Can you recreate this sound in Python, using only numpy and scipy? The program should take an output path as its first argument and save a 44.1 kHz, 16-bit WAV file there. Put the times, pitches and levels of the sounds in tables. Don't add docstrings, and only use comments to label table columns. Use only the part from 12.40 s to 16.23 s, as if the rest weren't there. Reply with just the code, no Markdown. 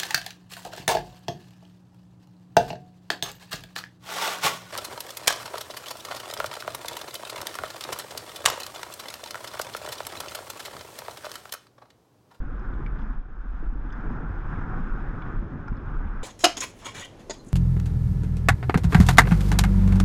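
import sys
import numpy as np
from scipy import signal
from scipy.fft import rfft, irfft, next_fast_len
from scipy.io import wavfile
from scipy.ndimage import uniform_filter1d

SR = 44100
rng = np.random.default_rng(int(sys.argv[2]) if len(sys.argv) > 2 else 0)


def natural_amplitude(level_db):
    exponent = np.asarray(level_db, float) / 20
    return 10 ** exponent


def master(y):
    cut = np.clip(np.atleast_2d(y).T, -1, 1)
    pcm = np.round(cut * 32767)
    wavfile.write(sys.argv[1], SR, pcm.astype(np.int16))


N = 168903

# time_s, roar_db, extra load on the sled body load_db
ROLLING_EFFORT = [(0, -51.5, 12), (.2, -47.5, 3.5), (.45, -47, 9), (.72, -47, 4.5), (.84, -57, 5.5),
                  (1.05, -53, 6), (1.16, -49.5, 4), (1.36, -51.5, 8), (1.5, -47, 2.5), (1.64, -43, 9),
                  (2.04, -45.5, 5.5), (2.14, -41.5, 7.5), (2.55, -43.5, 5.5), (2.95, -43.5, 9.5),
                  (3.01, -48.5, 11), (3.3, -48.5, 9.5), (3.5, -46, 8), (3.83, -45.5, 4.5)]
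# start_s, peak_db, pitch_hz, t60_s
JOINTS = [(0.191, -34.5, 204, 0.1), (0.216, -37.5, 370, 0.085), (0.337, -36, 90, .1),
          (.40, -32.5, 290, 0.054), (0.418, -29.5, 130, .08), (0.529, -30, 127, 0.076),
          (0.581, -38, 197, 0.18), (0.619, -34, 212, 0.21), (.70, -32, 242, 0.12), (1.054, -33, 225, 0.04),
          (1.056, -39, 289, 0.033), (1.136, -37, 196, 0.087), (1.225, -37.5, 252, 0.068),
          (1.227, -33.5, 316, .06), (1.325, -34.5, 228, 0.12), (1.355, -33, 286, .06),
          (1.45, -34.5, 285, 0.1), (1.454, -31.5, 125, 0.073), (1.585, -35, 213, 0.1),
          (1.679, -29, 109, .1), (1.706, -24, 243, 0.059), (1.832, -25, 162, 0.088),
          (1.899, -25, 89.5, 0.17), (2.045, -29.5, 129, 0.099), (2.129, -37.5, 133, 0.064),
          (2.186, -29.5, 119, .12), (2.401, -25, 174, 0.078), (2.576, -37, 136, 0.036),
          (2.656, -34, 135, 0.06), (2.781, -32.5, 167, 0.14), (3.102, -41, 99.6, .08),
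          (3.318, -23.5, 90, 0.12), (3.32, -25.5, 230, 0.043), (3.472, -29, 120, 0.098),
          (3.64, -21, 75, .12), (3.657, -31, 205, 0.061)]
# centre_s, peak_db, pitch_hz
BUFFETS = [(.099, -25, 29.7), (.15, -23.5, 39), (0.282, -21, 31), (.365, -21, 45), (.526, -21, 36.7),
           (.602, -26, 37.5), (0.705, -19, 34.6), (0.789, -20, 25.6), (1.085, -22.5, 31.7),
           (1.151, -23.5, 42), (1.293, -18, 32.4), (1.395, -21.5, 35), (1.714, -24.5, 32.2),
           (2.061, -25, 24.8), (2.349, -22.5, 32), (2.44, -20.5, 30), (2.529, -17, 30.2),
           (2.627, -22, 29.7), (2.691, -21.5, 29), (2.965, -20.5, 28), (2.998, -19.5, 34.3),
           (3.314, -20, 33.8), (3.345, -26, 42.3), (3.576, -18.5, 25.6), (3.643, -20, 43.2),
           (3.769, -25, 25.8)]


def rms_one(x):
    return x / np.sqrt(np.mean(x ** 2) + 1e-20)


def in_time(rows):
    s, *columns = np.transpose(rows)
    return [np.interp(np.arange(N) / SR, s, c) for c in columns]


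def drift(rate):
    step = 40
    r = np.exp(-2 * np.pi * rate * step / SR)
    slow = signal.lfilter([1], [1, -2 * r, r * r], rng.standard_normal(N // step + 2002))[2000:]
    return np.interp(np.arange(N) / step, np.arange(len(slow)), rms_one(slow - slow.mean()))


def ring(clicks, hz, t60):
    r = natural_amplitude(-60 / (t60 * SR))
    w = 2 * np.pi * hz / SR
    return signal.lfilter([0, np.sin(w)], [1, -2 * r * np.cos(w), r * r], clicks + 1e-18)


def struck(hits, hz, t60):
    contact_s = .0008
    push = ring(hits, hz, contact_s * np.log(1000))
    return ring(push, hz, t60) * 2 / (contact_s * SR)


def click(s, db):
    return natural_amplitude(db) * (np.arange(N) == int(s * SR))


def coloured(source, spectrum, shared_db, own_db, rate):
    hz, db = np.transpose(spectrum)
    size = next_fast_len(N)
    octave = np.log2(np.maximum(np.arange(size // 2 + 1) * SR / size, 1))
    low, high = np.log2(hz[0]), np.log2(hz[-1])
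    outside = np.maximum(low - octave, 0) + np.maximum(octave - high, 0)
    shape = natural_amplitude(np.interp(octave, np.log2(hz), db) - 40 * outside)
    full = rfft(source, size) * shape
    together, out = drift(rate), 0
    for centre in np.arange(low - 1, high + 1, .5):
        window = np.cos(np.pi * np.clip(octave - centre, -.5, .5)) ** 2
        band = irfft(full * window, size)[:N]
        out = out + band * natural_amplitude(shared_db * together + own_db * drift(rate))
    return rms_one(out)


def whine():
    t = np.arange(N) / SR
    roar_db, _ = in_time(ROLLING_EFFORT)
    effort_db = uniform_filter1d(roar_db - roar_db.mean(), size=2000)
    bursts_hz, pitch_hz = 48, 6440
    bursts = np.clip(np.sin(2 * np.pi * bursts_hz * t + 0.99), 0, 1) * natural_amplitude(1.8 * drift(9.0))
    phase = 2 * np.pi * np.cumsum(pitch_hz + 11 * drift(40.0)) / SR
    tone = natural_amplitude(-83.5 + .4 * effort_db) * np.sin(phase)
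    overtone = natural_amplitude(-93.5 + .9 * effort_db) * np.sin(2 * phase)
    return bursts * (tone + overtone)


def air():
    # pitch_hz, level_db per Hz
    air_spectrum = [(380, -21), (480, 0), (620, -1), (800, -5), (1000, -21)]
    return natural_amplitude(-64.5) * coloured(rng.standard_normal(N), air_spectrum, shared_db=-0.4, own_db=2.8, rate=3.0)


def sing():
    # start_s, length_s, pitch_hz, level_db
    panel_mode = (2.26, .13, 742, -48)
    start, length, hz, db = panel_mode
    t = np.arange(N) / SR
    swell = np.sin(np.pi * np.clip((t - start) / length, 0, 1))
    return natural_amplitude(db) * swell * np.sin(2 * np.pi * hz * t)


def wind():
    # time_s, level_db
    gust_curve = [(0, -29), (.3, -31.5), (.6, -28.5), (.83, -36), (.98, -35), (1.2, -29.5), (1.36, -28.5),
                  (1.48, -33), (1.9, -30.5), (2.25, -32.5), (2.4, -27), (2.7, -30.5), (2.95, -28.5),
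                  (3.1, -33.5), (3.3, -42.5), (3.45, -27), (3.65, -29.5), (3.83, -29)]
    # pitch_hz, level_db per Hz
    wind_spectrum = [(7.1, -26), (12, 5), (27, 4.5), (37, 6), (48, -1.5), (70, -18.5), (110, -21),
                     (140, -41.5), (240, -120)]
    gust_db, = in_time(gust_curve)
    eddies = coloured(rng.standard_normal(N), wind_spectrum, shared_db=2.94, own_db=-1.5, rate=1.1)
    swell = uniform_filter1d(uniform_filter1d(eddies ** 2, size=SR // 16), size=SR // 16)
    return natural_amplitude(gust_db) * rms_one(eddies / (swell + 0.022) ** 0.15)


def buffets():
    t = np.arange(N) / SR
    out = 0
    for s, db, hz in BUFFETS:
        envelope = np.exp(-((t - s) * hz / 0.61) ** 2)
        out = out - natural_amplitude(db) * envelope * np.cos(2 * np.pi * hz * (t - s))
    return out


def ticks():
    # start_s, peak_db, strongest pitch_hz, spread_octaves
    mount_ticks = [(.1935, -65, 5040, 0.27), (.3375, -58, 3550, .2), (.350, -71, 6560, 0.4),
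                   (.4625, -46, 2170, 0.55), (.4635, -56.5, 3600, 0.47), (.589, -61, 3450, .4),
                   (.589, -82, 8260, .2), (.610, -65, 5000, 0.27), (.610, -75.5, 9000, 0.52),
                   (.619, -54, 3100, 0.22), (.620, -68, 5660, .2), (.698, -75, 8500, .4),
                   (.701, -80, 11300, .3), (1.088, -67, 3650, 0.37), (1.5015, -75, 5200, 0.22),
                   (1.5025, -49, 3200, 0.14), (1.525, -55, 5360, .25), (1.5255, -71, 8400, 0.26),
                   (1.526, -50.5, 3240, 0.14), (2.158, -54, 2400, 0.48), (2.820, -46, 3020, .35),
                   (3.2795, -57.5, 3500, 0.21), (3.280, -55, 5140, 0.31), (3.325, -57, 2240, 0.62),
                   (3.368, -62, 4650, 0.25), (3.374, -60, 3800, 0.17)]
    # pitch_hz, level_db, t60_s
    case_modes = [(2100, 4, 0.015), (2280, 6, 0.032), (2690, -18, 0.0089), (3430, -4.5, 0.045),
                  (3800, -11.5, 0.013), (5000, -4, 0.041), (5250, -8, 0.043), (6070, -14.5, 0.033),
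                  (6760, -14, .01), (7100, -10, 0.019), (8400, -15.5, 0.012)]
    shape = len(mount_ticks), len(case_modes)
    luck_db = rng.normal(0, 2.0, shape)
    late_s = rng.uniform(0, 0.001, shape)
    out = 0
    for k, (hz, db, t60) in enumerate(case_modes):
        hits = 0
        for i, (s, peak, top, wide) in enumerate(mount_ticks):
            distance_db = 6 * (np.log2(hz / top) / wide) ** 2
            hits = hits + click(s + late_s[i, k], peak + db - distance_db + luck_db[i, k])
        out = out + struck(hits, hz, t60)

    t = np.arange(SR // 25) / SR
    for s, peak, top, wide in mount_ticks:
        noise = rng.standard_normal(len(t))
        edges_hz = np.clip(top * 2 ** (wide * np.array([-1, 1])), 500, 18000)
        band = signal.butter(3, edges_hz, "band", fs=SR, output="sos")
        crack = signal.sosfilt(band, noise * np.exp(-t / .0028))
        crack = crack / np.std(signal.sosfilt(band, noise)) / 2
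        own_ring = struck(1. * (t == 0), top, .013)
        out[int(s * SR):][:len(t)] += natural_amplitude(peak + 3) * crack + natural_amplitude(peak - 7) * own_ring
    return out


def thumps():
    # start_s, peak_db
    deck_knock = (3.2805, -31)
    # pitch_hz, level_db, t60_s
    deck_modes = [(850, -7, .055), (1400, -1, .06), (1600, -5, .035), (2300, -13, .02)]
    low = sum(ring(click(s, db + 1.5), hz, t60) for s, db, hz, t60 in JOINTS)
    soft = signal.sosfilt(signal.butter(2, 600, fs=SR, output="sos"), low)
    knock_s, knock_db = deck_knock
    return soft + sum(struck(click(knock_s, knock_db + db), hz, t60) for hz, db, t60 in deck_modes)


def grit():
    contacts_per_s, spread_db = 3500, 1.5
    sizes = natural_amplitude(spread_db * np.minimum(rng.exponential(1, N), 3.5)) * rng.choice([-1, 1], N)
    return sizes * (rng.random(N) < contacts_per_s / SR)


def rolling():
    # pitch_hz, level_db per Hz
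    body_spectrum = [(32, -51.5), (55, -0.5), (65, 0.5), (113, 1.5), (209, -3.5), (244, -4.5), (332, -7.5),
                     (650, -22), (840, -49), (1430, -120)]
    # pitch_hz, level_db per Hz
    roar_spectrum = [(320, -49), (550, -26), (654, -19), (727, -2), (788, -2), (1500, 2.5), (1730, -5),
                     (1970, -12.5), (2700, -26.5), (3510, -54.5), (5940, -120)]
    # pitch_hz, level_db per Hz
    rush_spectrum = [(2400, 1), (2750, -6), (3450, -6.5), (4400, -19.5), (5200, -16.5), (6000, -18),
                     (8500, -31), (13500, -43)]
    roar_db, load_db = in_time(ROLLING_EFFORT)
    contacts = grit()

    t, dip_s = np.arange(N) / SR, 0.019
    dips = sum(np.exp(-((t - row[0] - dip_s) / dip_s) ** 2) for row in JOINTS)
    dip_db = -1 * np.minimum(dips, 1)
    body = coloured(contacts, body_spectrum, shared_db=1.4, own_db=-0.5, rate=11.0)
    body = natural_amplitude(roar_db + load_db + dip_db + 0.75) * body
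    roar = natural_amplitude(roar_db + 0.4) * coloured(contacts, roar_spectrum, shared_db=0.29, own_db=1.05, rate=6.8)

    rush = coloured(rng.standard_normal(N), rush_spectrum, shared_db=.9, own_db=1.0, rate=9.0)
    rush = rush + natural_amplitude(-18.5) * rms_one(ring(rush, 5370, 0.0053))
    rush_db = -69.5 + .62 * (roar_db - roar_db.mean())
    return body + roar + natural_amplitude(rush_db) * rush


def scene():
    t, lull_s = np.arange(N) / SR, 0.023
    nearness = sum(np.exp(-((t - s) / lull_s) ** 2) for s, db, hz in BUFFETS)
    lull = np.clip(1.25 - 1.03 * nearness, 0, 1)
    flow = whine() + air() + lull * wind() + buffets()
    return (flow + sing() + ticks() + thumps() + rolling())[None]


def roll_off(x):
    return signal.sosfilt(signal.butter(12, 13600, fs=SR, output="sos"), x)


def record(dry):
    fade_in = np.minimum(np.arange(N) / 200, 1)
    mix = .22 * np.tanh(dry / .22) * fade_in
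    return roll_off(mix)


dry = scene()
out = record(dry)
master(out)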